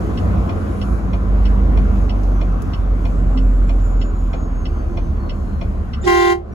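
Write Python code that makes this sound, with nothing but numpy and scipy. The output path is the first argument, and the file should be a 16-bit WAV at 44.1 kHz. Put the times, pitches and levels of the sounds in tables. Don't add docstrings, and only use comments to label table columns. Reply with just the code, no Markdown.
import sys
import numpy as np
from scipy import signal
from scipy.fft import rfft, irfft, next_fast_len
from scipy.io import wavfile
from scipy.ndimage import uniform_filter1d, map_coordinates

SR = 44100
rng = np.random.default_rng(int(sys.argv[2]) if len(sys.argv) > 2 else 0)


def invert_db(level):
    return 10 ** (np.asarray(level, dtype=float) / 20)


def wrap_up_sound(samples):
    columns = np.atleast_2d(samples).T
    tamed = np.clip(columns, -1, 1)
    steps = np.round(tamed * 32767).astype(np.int16)
    wavfile.write(sys.argv[1], SR, steps)


N = 288414
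T = np.arange(N) / SR

# time_s, firing_hz
FIRING_RATE = [(0, 61), (.4, 61.5), (.7, 59.5), (1.07, 52.5), (1.3, 49.4), (1.75, 49.2), (2.1, 48),
               (2.3, 46.5), (2.55, 46.1), (2.68, 48), (2.82, 46.4), (3.27, 45.2), (3.6, 44.6), (3.9, 43),
               (4.85, 39.8), (5.25, 38.4), (6.54, 35.5)]
# time_s, level_db
FIRING_LEVEL = [(0.0, -25), (0.1, -22.5), (0.35, -28.5), (0.7, -21.5), (1.17, -19.5), (1.3, -13.5),
                (1.75, -12), (2.15, -15), (2.52, -14), (2.62, -25), (2.73, -20.5), (2.78, -17.5),
                (3.1, -14.5), (3.6, -10.5), (4.2, -15.5), (4.45, -20.5), (5.85, -25.5), (6.04, -34)]
# frequency_hz, rms_db
SHELL_RESPONSE = [(25, -45.5), (45, -27.5), (70, -27.5), (92, -27.5), (120, -39), (145, -45.5), (165, -38),
                  (195, -38), (225, -38), (260, -36), (300, -50), (340, -55.5), (420, -87)]
LUMPY_DB, STEADY_S = 5, 1.1

LOW_HZ, HIGH_HZ = 351.0, 390.5
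# left_db, right_db, left_lead_rad
LOW_PARTIALS = [(-20, -14, 1.6), (-25, -30, -2.4), (-21, -26, -.6), (-30, -34, -2.2), (-31, -33, -2.8),
                (-30, -36, -.5), (-53, -48, .9), (-39, -43, -2.1), (-43, -40, .2), (-46, -43, .4),
                (-44, -61, -.1), (-53, -46, -.2), (-49, -49, .8), (-63, -53, 2.9), (-59, -47, -1.3),
                (-62, -70, 2.6), (-57, -48, 1.9), (-63, -49, -1.1), (-60, -64, 0), (-51, -52, 0),
                (-58, -59, 0), (-61, -61, 0)]
HIGH_PARTIALS = [(-32, -21, -1.4), (-23, -22, 1.5), (-47, -42, -3.1), (-28, -30, 2.3), (-25, -30, -1.8),
                 (-34, -38, -2.8), (-44, -38, .9), (-44, -40, -.2), (-45, -45, .2), (-43, -42, -.8),
                 (-50, -52, 1.2), (-46, -47, 1.1), (-66, -50, .3), (-64, -58, 2.7), (-54, -54, -3.0),
                 (-54, -53, -.4), (-56, -57, 2.6), (-51, -51, 0), (-63, -64, 0), (-58, -60, 0),
                 (-57, -58, 0), (-65, -65, 0), (-56, -56, 0)]
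# held_db, rise_db_per_s, overshoot_db, sag_db_per_s, fall_db_per_s
HORN_LAYERS = [
    (-13, 400, 2.5, 2, 215),
    (-15.5, 1300, 2, 11, 420),
    (-34, 200, 2, 8, 420),
]
# frequency_hz, density_db_per_hz
AIR_SPECTRUM = [(300, -43), (600, 2.5), (2000, 7.5), (4000, 7.5), (7500, 4), (9000, 6), (13000, -13.5),
                (16000, -14.5)]
# start_s, end_s, from_hz, to_hz, level_db
VALVE_SQUEAKS = [
    (6.014, 6.036, 7050, 7150, -46),
    (6.034, 6.048, 7150, 7300, -52),
    (6.031, 6.05, 3620, 3640, -45),
    (6.05, 6.062, 3640, 3650, -47),
    (6.036, 6.056, 1880, 1920, -46),
    (6.515, 6.56, 5900, 5450, -64),
]
OPEN_S, FULL_S, SHUT_S = 6.02, 6.079, 6.323
SETTLE_S = 0.0094

# mode_hz, left_db, right_db, t60_s
TICK_MODES = [(2050, -2.5, -5, 0.049), (2697, 3.5, -6.5, 0.09), (2960, -19.5, 3, 0.055),
              (3250, -3.5, -11, 0.079), (3530, 2, 6.5, 0.0098), (4330, -5, -17, 0.06),
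              (4440, -9, 3.5, 0.011), (5360, -3.5, -5.5, 0.031), (5750, -21, -10.5, 0.019)]
# mode_hz, left_db, right_db, t60_s
TOCK_MODES = [(642, 16.5, 11.5, 0.018), (1053, 10.5, 4, 0.014), (2136, -3.5, -4.5, 0.09),
              (2412, 0.5, 2, 0.061), (3000, 3.5, 3, 0.013), (3355, -3, -7, 0.06), (3750, -22, -4, 0.022),
              (4190, -8, -16.5, 0.051), (4600, -10, -10.5, 0.02), (5520, -8, -4, 0.016)]
FIRST_TICK_S, BLINK_S, ON_S = .172, .64, .3185
TICK_DB, TOCK_DB = -30.5, -32
KNOCK_S = .007

# time_s, peak_db, centre_hz, t60_s
TRIM_SNAPS = [
    (1.028, -74, 3950, 0.035),
    (1.616, -53, 4160, 0.03),
    (2.233, -40, 5360, 0.075),
    (2.523, -44, 5560, 0.026),
    (2.62, -32, 9700, .04),
    (3.801, -40, 3860, 0.017),
]

# start_s, end_s, from_hz, to_hz, level_db
DRONE_GLIDES = [(-.2, .55, 185, 187, -29), (.1, .7, 216, 213, -33), (.55, 1.25, 214, 178, -28),
                (1.15, 2.2, 198, 195, -31), (2.3, 2.6, 173, 171, -30), (2.8, 3.4, 165, 158, -35),
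                (3.1, 3.8, 262, 258, -33), (3.2, 3.9, 200, 192, -35), (4.6, 5.5, 355, 328, -39),
                (4.1, 6.7, 73, 67, -27), (5.0, 6.1, 203, 189, -37), (1.1, 2.3, 75, 73, -29)]
# start_s, end_s, from_hz, to_hz, level_db
WHINE_GLIDES = [(2.9, 5.25, 7900, 6000, -64), (4.4, 6.0, 4750, 3900, -71), (5.19, 5.3, 4370, 4300, -62),
                (5.47, 5.64, 4230, 4110, -64), (1.05, 1.4, 6500, 6400, -72), (1.8, 3.0, 6350, 5700, -71),
                (.55, 1.0, 10330, 10350, -61), (.2, 1.0, 9480, 9470, -68), (.95, 1.25, 10950, 10200, -70),
                (2.1, 2.4, 9800, 9000, -70), (2.4, 2.62, 9050, 9650, -71), (.83, 1.02, 2330, 2310, -62),
                (2.42, 2.75, 2600, 2660, -64), (3.35, 4.1, 10700, 10100, -70), (3.55, 4.3, 7350, 6770, -62),
                (4.6, 5.1, 9500, 9050, -70), (5.4, 6.0, 9200, 8850, -72)]

# time_s, level_db
ROAD_LEVEL = [
    (0, -1),
    (.45, -1),
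    (1.1, -4),
    (1.8, -2),
    (2.3, -4.5),
    (3.6, -5.5),
    (4.3, -6.5),
    (6.0, -7.5),
]
# frequency_hz, density_db_per_hz
RUMBLE_SPECTRUM = [(22, -61), (33, -19), (50, 9), (70, 6), (100, 0), (140, -4), (200, -5), (260, -9.5),
                   (400, -22), (600, -60)]
# frequency_hz, density_db_per_hz
ROAR_SPECTRUM = [(160, -36.5), (280, -1.5), (306, -2), (338, 0), (392, -7.5), (422, -3), (455, -5),
                 (788, -10), (892, -17), (1020, -10), (1480, -16), (1720, -23.5), (2270, -27.5),
                 (5500, -47), (7150, -62), (12100, -120)]
# frequency_hz, density_db_per_hz
HISS_SPECTRUM = [(2500, -39.5), (4000, -0.5), (6000, 1), (7000, 2.5), (7800, 1.5), (10300, 0.5),
                 (12500, -0.5), (15500, -16), (17000, -22.5)]
# frequency_hz, correlation_ratio
LIKENESS = [(60, 0.73), (130, 0.56), (290, 0.68), (500, 0.085), (900, 0.1), (1700, 0.46), (3000, 0.083),
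            (6000, 0.05)]
RUMBLE_DB, RUMBLE_GROWS, ROAR_DB = -22, 1, -27
HISS_DB, HISS_GROWS, HISS_PER_LOAD, HISS_SWAY_DB = -55.5, 0.58, 0.15, 1.2
BOOST_DB, BOOST_FADES_S = 4, 0.88
LIGHT_DB = -15.5

# frequency_hz, t60_s
CABIN_DECAY = [(300, 0.085), (1500, 0.3), (8000, 0.099)]
LEFT_LAG_S = .00021
DUCK_DB, DUCK_START_S, DUCK_FALL_S, DUCK_END_S, DUCK_RISE_S = -9, 6.04, 0.13, 6.43, 0.12


def engine():
    cycle_hz = curves(FIRING_RATE)[0] / 6
    cycle = 2 * np.pi * np.cumsum(cycle_hz) / SR
    firing_db, = curves(FIRING_LEVEL)
    lumps_db = (1.6 + LUMPY_DB * (1 - ramp(STEADY_S, 0.13))) * wobble(12)
    boom = invert_db(firing_db + 2.5 + lumps_db) * np.sin(6 * cycle)

    load_db = RUMBLE_GROWS * curves(ROAD_LEVEL)[0][::10] + 2.15
    orders = 0
    for order in [*range(4, 6), *range(7, 40)]:
        rank_db = 4.5 if order % 6 == 0 else 1.5 if order % 3 == 0 else -4.5
        shell_db = along(SHELL_RESPONSE, order * cycle_hz[::10])
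        level_db = shell_db + rank_db + load_db + 2.35 * wobble(2.474)[::10]
        phase = .5 * wobble(4)[::10] + rng.uniform(0, 2 * np.pi)
        orders = orders + invert_db(level_db) * np.sin(order * cycle[::10] + phase)
    orders = signal.resample_poly(orders, 10, 1)[:N]
    return (boom + orders) * invert_db([[-.6], [.6]])


def horn():
    first = round(OPEN_S * SR)
    t = T[first:]
    base_db, over_db, air_db = [swell(t, *layer) for layer in HORN_LAYERS]
    open_valve = np.clip((t - t[0]) / 0.033, 0, 1) * np.clip((6.47 - t) / 0.018, 0, 1)
    out = np.zeros((2, len(t)))
    reeds = ((LOW_HZ, LOW_PARTIALS, .6, -2.6), (HIGH_HZ, HIGH_PARTIALS, .15, -2.2))
    for f0, partials, start, scoop in reeds:
        start = start + scoop * np.exp(-(t - 6.035) / 0.028)
        partials = partials + [(-59 - .5 * k, -59 - .5 * k, 0) for k in range(18)]
        cycle = 2 * np.pi * f0 * t + start + 0.024 * wobble(36)[first:]
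        for k, (left, right, lead) in enumerate(partials):
            if k == 0:
                gain_db = base_db + 17.5
            elif k == 1:
                gain_db = 0.32 * (base_db + 12.5) + 0.45 * (over_db + 26)
            else:
                gain_db = (over_db + 20.5) * (1 + 0.0097 * k)
            spread = rng.uniform(0, 2 * np.pi) * (k > 0) + np.array([[lead], [-lead]]) / 2
            level_db = np.array([[left], [right]]) + 0.5 + gain_db
            out += invert_db(level_db) * np.sin((k + 1) * cycle + spread)
    out *= 1 + 0.11 * np.cos(2 * np.pi * (HIGH_HZ - LOW_HZ) * t - .3)
    low_puffs = .8 * np.sin(2 * np.pi * LOW_HZ * t + .6)
    high_puffs = .8 * np.sin(2 * np.pi * HIGH_HZ * t + .15)
    out += invert_db(air_db - 3) * (1 + low_puffs + high_puffs) * rush(AIR_SPECTRUM, patchy_db=2)[:, first:]
    return np.pad(out * open_valve, ((0, 0), (first, 0))) + glides(VALVE_SQUEAKS, flutter_db=3)


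def swell(t, held_db, rise, over_db, sag, fall):
    since_full = np.maximum(t - FULL_S, 0)
    held = held_db + over_db * np.exp(-since_full / SETTLE_S) - sag * since_full
    return held - rise * np.maximum(FULL_S - t, 0) - fall * np.maximum(t - SHUT_S, 0)


def indicator():
    ticks, tocks = blinks(FIRST_TICK_S, TICK_DB), blinks(FIRST_TICK_S + ON_S, TOCK_DB)
    closing = relay(ticks, TICK_MODES, rise=0.0028, scatter=0.088)
    return closing + relay(tocks, TOCK_MODES, rise=0.003, scatter=0.1)


def relay(events, modes, rise, scatter):
    t, blows = T[:SR // 8], np.zeros(N)
    ring = 0
    for hz, left, right, t60 in modes:
        since = np.maximum(t - KNOCK_S * (hz < 900), 0)
        level_db = np.array([[left], [right]]) - 60 * since / min(t60, .035)
        ring = ring + invert_db(level_db) * np.sin(2 * np.pi * hz * since)
    ring = ring * (1 - np.exp(-t / .0015))
    surfaces = rng.standard_normal((2, len(t))) * invert_db(-60 * t / scatter) * (1 - np.exp(-t / rise))
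    direct = 0.4 * signal.unit_impulse(len(t), SR // 300)
    click = signal.fftconvolve(ring, surfaces / np.linalg.norm(surfaces[0]) + direct, axes=1)
    click = signal.sosfilt(signal.butter(8, 6100, fs=SR, output="sos"), click)
    for s, db in events:
        blows[round((s - .002) * SR)] = invert_db(db + 3.0)
    return signal.fftconvolve(blows[None], click, axes=1)[:, :N]


def blinks(first, db):
    return [(s, db) for s in np.arange(first, N / SR - .4, BLINK_S)]


def rattles():
    out, t = np.zeros((2, N)), T[:SR // 10]
    for s, db, hz, t60 in TRIM_SNAPS:
        band = signal.butter(1, [0.68 * hz, min(1.3 * hz, 20000)], "bandpass", fs=SR)
        snap = signal.lfilter(*band, rng.standard_normal((2, len(t))))
        out[:, round(s * SR):][:, :len(t)] += invert_db(db - 60 * t / t60) * snap
    return out


def drones():
    return glides(DRONE_GLIDES, flutter_db=4.0)


def whines():
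    return glides(WHINE_GLIDES, flutter_db=4.0)


def glides(rows, flutter_db):
    out = np.zeros(N)
    for start, end, from_hz, to_hz, db in rows:
        span = slice(max(round(start * SR), 0), round(end * SR))
        u = (T[span] - start) / (end - start)
        hz = (from_hz + (to_hz - from_hz) * u) * (1 + 0.0029 * wobble(48)[span])
        level = invert_db(db + 2.0 + flutter_db * wobble(16)[span]) * np.abs(np.sin(np.pi * u)) ** 0.4
        out[span] += level * np.sin(2 * np.pi * np.cumsum(hz) / SR)
    return out


def cab_noise():
    road_db, = curves(ROAD_LEVEL)
    load_db = uniform_filter1d(curves(FIRING_LEVEL)[0], size=SR // 3) - LIGHT_DB
    rumble_db = RUMBLE_DB + RUMBLE_GROWS * road_db + 2.1 * wobble(5)
    rumble = invert_db(rumble_db) * rush(RUMBLE_SPECTRUM, patchy_db=0.0)
    roar_db = ROAR_DB + road_db + 0.17 * wobble(6)
    roar = invert_db(roar_db) * rush(ROAR_SPECTRUM, patchy_db=1.55) * invert_db([[.7], [-.7]])
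    boost_db = BOOST_DB * (1 - ramp(BOOST_FADES_S, .15))
    hiss_db = HISS_DB + HISS_GROWS * road_db + boost_db + HISS_PER_LOAD * load_db
    hiss = invert_db(hiss_db + HISS_SWAY_DB * wobble(9)) * rush(HISS_SPECTRUM, patchy_db=1.1)
    return rumble + roar + hiss


def rush(spectrum, patchy_db):
    z = signal.stft(rng.standard_normal((2, N)), nperseg=512)[2]
    field = uniform_filter1d(rng.standard_normal(z.shape[1:]), size=6, axis=0)
    field = uniform_filter1d(field, size=14, axis=1)
    pair = signal.istft(z * invert_db(patchy_db * unit(field)), nperseg=512)[1][:, :N]

    def response(hz):
        turn = np.arccos(np.clip(along(LIKENESS, hz), -1, 1)) / 2
        return invert_db(along(spectrum, hz)) * [np.cos(turn), np.sin(turn)]

    mid, side = filtered(pair, response)
    return unit(np.array([mid + side, mid - side]))


def cabin(x):
    hz, t, z = signal.stft(rng.standard_normal((2, SR // 3)), SR, nperseg=256)
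    decay = invert_db(-60 * t / along(CABIN_DECAY, hz)[:, None])
    tail = signal.istft(z * decay, SR, nperseg=256)[1]
    return signal.fftconvolve(x, tail / np.linalg.norm(tail[0]), axes=1)[:, :N]


def ear_lag(x):
    sides = np.array([[-1], [1]])
    return filtered(x, lambda hz: np.exp(1j * np.pi * np.minimum(hz, 4800) * LEFT_LAG_S * sides))


def filtered(x, response):
    edge = 2048
    m = next_fast_len(N + 2 * edge)
    x = np.pad(x, [(0, 0)] * (x.ndim - 1) + [(edge, m - N - edge)], "reflect")
    return irfft(rfft(x) * response(np.fft.rfftfreq(m, 1 / SR)), m)[..., edge:edge + N]


def wobble(rate):
    coarse = T[::100]
    knots = rng.standard_normal(int(N * 60 / SR) + 4)
    return np.interp(T, coarse, map_coordinates(knots, [coarse * min(rate, 59)]))


def curves(rows):
    s, *cols = np.transpose(rows)
    return [np.interp(T, s, c) for c in cols]


def along(points, hz):
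    f, v = np.transpose(points)
    return np.interp(np.log(hz + 1), np.log(f + 1), v)


def ramp(start, length):
    return np.clip((T - start) / length, 0, 1)


def unit(x):
    return x / np.sqrt(np.mean(x ** 2) + 1e-20)


def scene():
    blast = horn()
    clicks = indicator() + rattles()
    steady = ear_lag(engine() + drones() + cab_noise()) + whines()
    duck_db = DUCK_DB * (ramp(DUCK_START_S, DUCK_FALL_S) - ramp(DUCK_END_S, DUCK_RISE_S))
    return invert_db(duck_db) * steady + clicks + blast + invert_db(-26.5) * cabin(blast)


def low_pass(x):
    return signal.sosfilt(signal.butter(12, 17080, fs=SR, output="sos"), x)


def record(dry):
    def share(hz):
        return np.clip((hz - 5800) / 1200, 0, 1)

    def lag(hz):
        angle = np.pi * (hz - 6900) / 4300
        return np.array([np.cos(angle), np.sin(angle)])

    quadrature = np.array([[1], [-1j]])
    pair = filtered(dry.mean(0), lambda hz: share(hz) * lag(hz) * (hz < 15800) * quadrature)
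    hz, _, z = signal.stft(pair, SR, nperseg=2048)
    waver = np.repeat(rng.standard_normal((2, 65, z.shape[2])), 16, axis=1)[:, :len(hz)]
    bar = .45 + .15 * (hz[:, None] > 12000) + .17 * waver
    kept = np.abs(lag(hz))[..., None] > np.maximum(bar, .3)
    mid, side = signal.istft(z * kept, SR, nperseg=2048)[1][:, :N]
    x = filtered(dry, lambda hz: np.sqrt(1 - share(hz) ** 2)) + [mid + side, mid - side]
    x = x / (1 + np.abs(x / 1.3) ** 3) ** (1 / 3)
    x = x * np.clip(np.minimum(T, T[::-1]) / .004, 0, 1)
    return low_pass(x)


dry = scene()
out = record(dry)
wrap_up_sound(out)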